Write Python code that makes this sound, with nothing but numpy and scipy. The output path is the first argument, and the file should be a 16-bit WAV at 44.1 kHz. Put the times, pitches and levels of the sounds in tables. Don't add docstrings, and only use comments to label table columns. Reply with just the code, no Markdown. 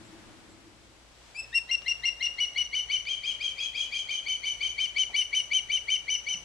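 import sys
import numpy as np
from scipy import signal
from scipy.fft import rfft, irfft, next_fast_len
from scipy.io import wavfile

SR = 44100
rng = np.random.default_rng(int(sys.argv[2]) if len(sys.argv) > 2 else 0)


def file_out(sig):
    cols = np.atleast_2d(sig).T
    lim = np.clip(cols, -1, 1)
    pcm = np.round(lim * 32767).astype(np.int16)
    wavfile.write(sys.argv[1], SR, pcm)


N = 284004
TIME = np.arange(N) / SR

# register break in seconds, length of the whistle in seconds,
# nominal top pitch in Hz, whistle level at the bird in dB.
CHIRPS = [(1.547, 0.043, 2756, -24.5), (1.712, 0.043, 2802, -24.5), (1.88, .043, 2807, -25),
          (2.054, 0.037, 2803, -24), (2.226, 0.047, 2841, -26), (2.403, 0.049, 2932, -27),
          (2.579, 0.046, 2953, -26.5), (2.749, 0.052, 3019, -28), (2.917, 0.052, 3044, -27.5),
          (3.087, .059, 3194, -31.5), (3.256, 0.063, 3213, -32.5), (3.426, 0.058, 3223, -32.5),
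          (3.602, 0.057, 3289, -33.5), (3.768, 0.062, 3262, -33), (3.942, 0.054, 3203, -32.5),
          (4.108, 0.056, 3139, -32.5), (4.283, 0.049, 3064, -32), (4.454, 0.052, 3047, -32.5),
          (4.627, 0.052, 3104, -30.5), (4.801, 0.059, 3107, -28), (4.982, 0.055, 3066, -26),
          (5.162, 0.06, 3039, -25.5), (5.348, 0.059, 3050, -26.5), (5.533, 0.059, 3076, -25.5),
          (5.717, .061, 3069, -27.5), (5.902, .061, 3064, -27), (6.1, 0.059, 3031, -28.5),
          (6.286, 0.06, 3032, -31.5)]


def amp(db):
    return 10 ** (np.asarray(db) / 20)


def unit(x):
    return x / np.sqrt(np.mean(x ** 2) + 1e-20)


def read(points, hz):
    f, value = np.transpose(points)
    return np.interp(np.log(hz + 1), np.log(f + 1), value)


def filtered(x, points):
    return irfft(rfft(x) * amp(read(points, np.fft.rfftfreq(N, 1 / SR))), N)


def add(mix, s, sound):
    part = mix[max(round(s * SR), 0):][:len(sound)]
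    part += sound[:len(part)]


def noise(spectrum, size):
    gain = amp(read(spectrum, np.fft.rfftfreq(size, 1 / SR)))
    return unit(irfft(rfft(rng.standard_normal(size)) * gain, size))


def band(hz, width_hz, size):
    length = next_fast_len(size + SR // 4)
    bell = np.exp(-.5 * ((np.fft.rfftfreq(length, 1 / SR) - hz) / width_hz) ** 2)
    return unit(irfft(rfft(rng.standard_normal(length)) * bell, length))[:size]


def gate(t, start, end, rise, fall):
    opening = np.sin(np.pi / 2 * np.clip((t - start) / rise + .5, 0, 1)) ** 2
    closing = np.sin(np.pi / 2 * np.clip((end - t) / fall + .5, 0, 1)) ** 2
    return opening * closing


def osprey():
    # time in seconds, pitch in Hz, level at the bird in dB.
    peep_points = [(1.346, 2294, -54), (1.357, 2357, -41.5), (1.378, 2618, -42), (1.396, 2656, -31.5),
                   (1.405, 2628, -33), (1.415, 2430, -65)]
    # slide pitch relative to the whistle, rise of the whistle in s
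    usual_onset = (0.7565, 0.0047)
    first_onset = (.70, 0.026)
    voice = np.zeros(N)
    s, hz, db = np.transpose(peep_points)
    t = np.arange(s[0], s[-1], 1 / SR)
    level_db = np.interp(t, s, db)
    peep_hz = np.interp(t, s, hz)
    peep = syrinx(peep_hz, [(2, 2), (3, -5.0), (4, -13)], bright_db=-10.5, jitter=0.0038, shimmer=0.038)
    add(voice, s[0], amp(level_db) * peep)
    for k, row in enumerate(CHIRPS):
        onset = usual_onset if k else first_onset
        add(voice, *chirp(*row, *onset))
    return voice


def chirp(s, hold, top_hz, whistle_db, low_ratio, rise_s):
    # multiple of the pitch, relative strength in dB.
    whistle_tones = [(2, 0.5), (3, -20), (4, -29)]
    # multiple of the pitch, relative strength in dB.
    slide_tones = [(.5, -23.5), (1.5, -6.5), (2, 2.5), (2.5, -27), (3, -18), (4, -41), (5, -27)]
    # multiple of the whistle, multiple of the low register,
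    # strength in dB relative to the whistle before hoarseness.
    side_tone_rows = [(2, -1, -29), (1, 1, -27.5), (2, 1, -44), (2, 2, -40)]
    # frequency in Hz, relative level in dB per Hz.
    rasp_spectrum = [(900, -18), (1800, -6), (2300, -6), (3000, -9.5), (4000, 6.5), (5400, -1.5),
                     (6300, -1.5), (7300, -6.5), (8700, -5), (10500, -11), (12000, -24), (14000, -22)]
    t = np.arange(-.05, .1, 1 / SR)
    lead, slide_re_db, slide_bright_db, bright_db, upper_db, hoarse_db = voice_at(s, top_hz)
    low_hz, slide_db = low_ratio * top_hz, whistle_db + slide_re_db
    hoarse = amp(hoarse_db)

    climb = 4.3 * (np.minimum(t, .002) + 0.00667)
    bend = 130 * np.minimum(t + 0.00699, 0) ** 2
    slide_hz = low_hz * (1.0035 + climb - bend)
    run_up = amp(-19) * gate(t, -lead - .01, -.012, .005, .01)
    growth = amp(1 + 1520 * np.minimum(t + 0.014, 0))
    swell = amp(slide_db) * (gate(t, -lead, -0.00056, 0.006, 0.004) * growth + run_up)
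    purer_db = 500 * np.clip(t + 0.017, 0, .01)
    slide = swell * syrinx(slide_hz, slide_tones, slide_bright_db - purer_db,
                           jitter=0.0074 * hoarse, shimmer=0.036 * hoarse)

    arch = np.clip((t - 0.438 * hold) / .03, -1.2, 1.5)
    sag = 95 * np.clip(t - .046, 0, .02) ** 2
    whistle_hz = top_hz * (1.006 - .056 * arch ** 2 - sag)
    blown = gate(t, 0, hold, rise_s, 0.012) * amp(whistle_db + 0.28 * arch ** 2)
    overtones = [(k, db + upper_db * (k > 2)) for k, db in whistle_tones]
    whistle = blown * syrinx(whistle_hz, overtones, bright_db - 1 - 5.7 * arch ** 2,
                             jitter=0.0039 * hoarse, shimmer=0.025)

    under_hz = whistle_hz * .755 * (1 + .024 * hoarse * band(0, 90, len(t)))
    murmur = syrinx(under_hz, slide_tones, bright_db=-33.0, jitter=0.0056, shimmer=0.26)
    under = amp(-20) * hoarse * blown * murmur
    side_tones = 0
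    for whistle_multiple, under_multiple, db in side_tone_rows:
        hz = whistle_multiple * whistle_hz + under_multiple * under_hz
        side_tone = syrinx(hz, [], bright_db=0, jitter=0.00089, shimmer=0.29)
        side_tones = side_tones + amp(db) * hoarse * blown * side_tone

    drop_hz = low_hz * (.97 - 7 * np.clip(t - hold, -.01, .02))
    drop_level = amp(slide_db - 11) * gate(t, hold - .004, hold + 0.005, 0.0051, 0.0046)
    drop = drop_level * syrinx(drop_hz, slide_tones, slide_bright_db, jitter=0.011, shimmer=0.099)

    crack = amp(whistle_db - 25) * np.exp(-((t - .001) / 0.0034) ** 2)
    spurts = amp(2.5 * band(0, 120, len(t)) - 1.5)
    airflow = amp(-22.0 - 2.5 * arch ** 2) * blown + amp(-29.5) * swell + crack
    rasp = hoarse * airflow * spurts * noise(rasp_spectrum, len(t))
    return s + t[0], slide + whistle + under + side_tones + drop + rasp


def voice_at(s, top_hz):
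    # time in seconds, strength in the slide in dB,
    # strength in the whistle in dB, extra for the whistle's third and fourth harmonics in dB.
    overtone_course = [(1.55, -8, -8.5, 9), (1.72, -5.5, -8.5, -0.5), (2.6, -9, -10.5, -7),
                       (4.4, -8.5, -8.5, 3.5), (4.8, -11, -11.5, -3), (5.2, -10, -7.5, 4.5),
                       (5.38, -16, -7, 3.5), (5.9, -14.5, -8.5, 0.5), (6.12, -13.5, -1.5, -5)]
    warm_up_s = 0.71
    slide_db, slide_cold_db = -1.86, -14
    hoarse_db, hoarse_cold_db = -.5, -7
    easy_hz, strained_hz = 3075, 3230
    slide_s, strain_slide_s = 0.02, 0.0047
    strain_bright_db, strain_hoarse_db = -6, 3
    cold = np.exp(-(s - CHIRPS[0][0]) / warm_up_s)
    strain = np.clip((top_hz - easy_hz) / (strained_hz - easy_hz), 0, 1)
    times, slide_bright_db, bright_db, upper_db = np.transpose(overtone_course)
    return (slide_s + strain_slide_s * strain,
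            slide_db + slide_cold_db * cold,
            np.interp(s, times, slide_bright_db),
            np.interp(s, times, bright_db) + strain_bright_db * strain,
            np.interp(s, times, upper_db),
            hoarse_db + hoarse_cold_db * cold + strain_hoarse_db * strain)


def syrinx(hz, overtones, bright_db, jitter, shimmer):
    size = len(hz)
    phase = 2 * np.pi * np.cumsum(hz * (1 + jitter * band(0, 200, size))) / SR
    tone = np.sin(phase)
    for k, db in overtones:
        multiple = round(2 * k) / 2
        tone = tone + amp(db + bright_db) * np.sin(multiple * phase)
    return np.sqrt(2) * tone * (1 + shimmer * band(0, 290, size))


def outdoors(voice):
    # time in seconds, voice thrown to them relative to the direct voice in dB.
    turned = [(1.4, 5), (1.57, -1.5), (1.85, 2.5), (2.6, 6), (3.62, 13), (4.65, 12), (4.85, 4.5),
              (5.55, 2.5), (6.3, 5.5)]
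    # delay in seconds, left gain, right gain.
    echoes = [(0.0207, 0.012, 0.02), (.033, 0.041, 0.014), (0.0339, 0.1, 0.074), (.0405, .09, .04),
              (.046, 0.062, 0.016)]
    ground_delay_s, ground_gain = .00618, .44
    thrown = voice * amp(np.interp(TIME, *np.transpose(turned)))
    delay_turn = np.exp(-2j * np.pi * np.fft.rfftfreq(N, 1 / SR) * ground_delay_s)
    ground = irfft(rfft(voice) * delay_turn, N)
    out = (voice + ground_gain * ground) * amp([[1.7], [-3.8]])
    for delay, left, right in echoes:
        add(out[0], delay, left * thrown)
        add(out[1], delay, right * thrown)
    t = np.arange(SR) / SR
    for k in range(3):
        share = np.sqrt(2 / 3) * np.cos(np.pi * (TIME * 0.892 + k / 3))
        near = amp(-17.0) * scatter(gate(t, 0.01, 0.062, 0.015, 0.04))
        far = amp(-18.5) * scatter(gate(t, 0.014, 0.71, 0.038, .1))
        left, right = signal.fftconvolve((thrown * share)[None], near + far, axes=1)[:, :N]
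        out += amp([[1.5], [-2.5]]) * np.array([left, 0.24 * left + 0.98 * right])
    out[1] = filtered(out[1], [(5000, 0.5), (8500, -3.0), (12000, -17.5)])
    return out


def scatter(envelope):
    # frequency in Hz, relative level in dB.
    woods_colour = [(500, 6), (2200, -4.5), (3000, -1), (4500, -1.5), (6000, 3.5), (9000, 4), (13000, 1)]
    # frequency in Hz, time to fall by 60 dB in seconds.
    woods_ring = [(500, 5.5), (2200, 2), (3000, 1.23), (6000, 0.78), (10000, 1)]
    hz, t, z = signal.stft(rng.standard_normal((2, SR)), SR, nperseg=256)
    decay_db = -60 * t / read(woods_ring, hz)[:, None]
    z = z * amp(read(woods_colour, hz)[:, None] + decay_db)
    tail = signal.istft(z, SR, nperseg=256)[1][:, :SR] * envelope
    power = np.mean(abs(rfft(tail)[:, 2000:3400]) ** 2, axis=1, keepdims=True)
    return tail / np.sqrt(power)


def small_sounds():
    # start in seconds, level before the decay in dB, centre in Hz,
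    # width in Hz, decay in seconds.
    ticks = [(1.819, -41, 2900, 2200, .003), (3.053, -34, 3250, 1000, 0.0022), (5.088, -52, 844, 300, 0.05),
             (6.334, -53.5, 172.5, 45, 0.076)]
    # start in seconds, length in seconds, centre in Hz,
    # level before the swell in dB.
    tseeps = [(0.02, 0.079, 7600, -67), (0.482, 0.075, 7540, -67)]
    out, t = np.zeros(N), np.arange(SR // 4) / SR
    for s, db, hz, width_hz, decay in ticks:
        knock = (1 - np.exp(-8 * t / decay)) * np.exp(-t / decay)
        add(out, s, amp(db) * knock * band(hz, width_hz, len(t)))
    for s, length, hz, db in tseeps:
        swell = np.sin(np.pi * np.minimum(t / length, 1))
        add(out, s, amp(db) * swell * band(hz, 350, len(t)))
    return out


def background():
    # frequency in Hz, relative level in dB per Hz.
    breezy_spectrum = [(12, -44), (20, -14), (65, -11), (112, -4.5), (152, -16.5), (205, -6), (255, -10),
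                       (318, -12), (479, -15.5), (1430, -19), (3950, -23.5), (4530, -25), (7620, -29),
                       (11800, -37.5), (13900, -55)]
    # frequency in Hz, relative level in dB per Hz.
    quiet_spectrum = [(5, -17.5), (22, -10.5), (45, 0.5), (90, -6.5), (170, -9.5), (300, -9.5), (600, -7),
                      (1100, -10.5), (1700, -11.5), (3000, -11.5), (5000, -14.5), (8000, -19),
                      (10500, -28.5), (12500, -26.5), (14000, -63)]
    # mean frequency in Hz, level before its slow waver in dB.
    hum_tones = [(57.3, -63.5), (117.5, -71)]
    breezy_db, breezy_end_s, crossfade_s = -52, 1.3, 1.05
    quiet_db, quiet_rise_db = -54.5, 12.5
    first_share = np.clip((breezy_end_s - TIME) / crossfade_s, 0, 1)
    drone = amp(-7.0 + 1.7 * band(0, 11, N)) * band(324.0, 20.0, N)
    breezy = amp(breezy_db) * first_share * (wide(breezy_spectrum) + drone)
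    hiss_db = quiet_db - quiet_rise_db * first_share + .5 * band(0, 5, N)
    quiet = amp(hiss_db) * wide(quiet_spectrum)
    hum = 0
    for hz, db in hum_tones:
        phase = 2 * np.pi * np.cumsum(hz * (1 + 0.0108 * band(0, 3.19, N))) / SR
        hum = hum + amp(db) * np.sqrt(2) * np.sin(phase)
    hum = hum * np.clip((TIME - .4) / 0.67, 0, 1) * amp(1.7 * band(0, 3, N))
    whine = amp(-80) * band(7900, 90, N) * np.interp(TIME, [2.5, 4], [1, .3])
    return (breezy + quiet + hum + whine) * amp([[1.1], [-1.1]])


def wide(spectrum):
    # frequency in Hz, likeness from 0 to 1.
    likeness = [(30, 0.5), (120, 0.5), (300, 0.45), (700, 0.48), (2000, 0.13), (8000, 0)]
    a, b = rfft(noise(spectrum, N)), rfft(noise(spectrum, N))
    same = np.clip(read(likeness, np.fft.rfftfreq(N, 1 / SR)), 0, 1)
    return irfft(np.array([a, same * a + np.sqrt(1 - same ** 2) * b]), N)


def scene():
    return outdoors(osprey()) + background() + small_sounds()


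def record(dry):
    # frequency in Hz, gain in dB.
    mic_colour = [(10000, 0), (11300, -0.5), (12400, -6), (14000, -6)]
    edge_hz = 14060
    heard = filtered(dry, mic_colour)
    lowpass = signal.firwin(511, edge_hz, window=("kaiser", 9), fs=SR)
    return signal.oaconvolve(heard, lowpass[None], "same")


dry = scene()
out = record(dry)
file_out(out)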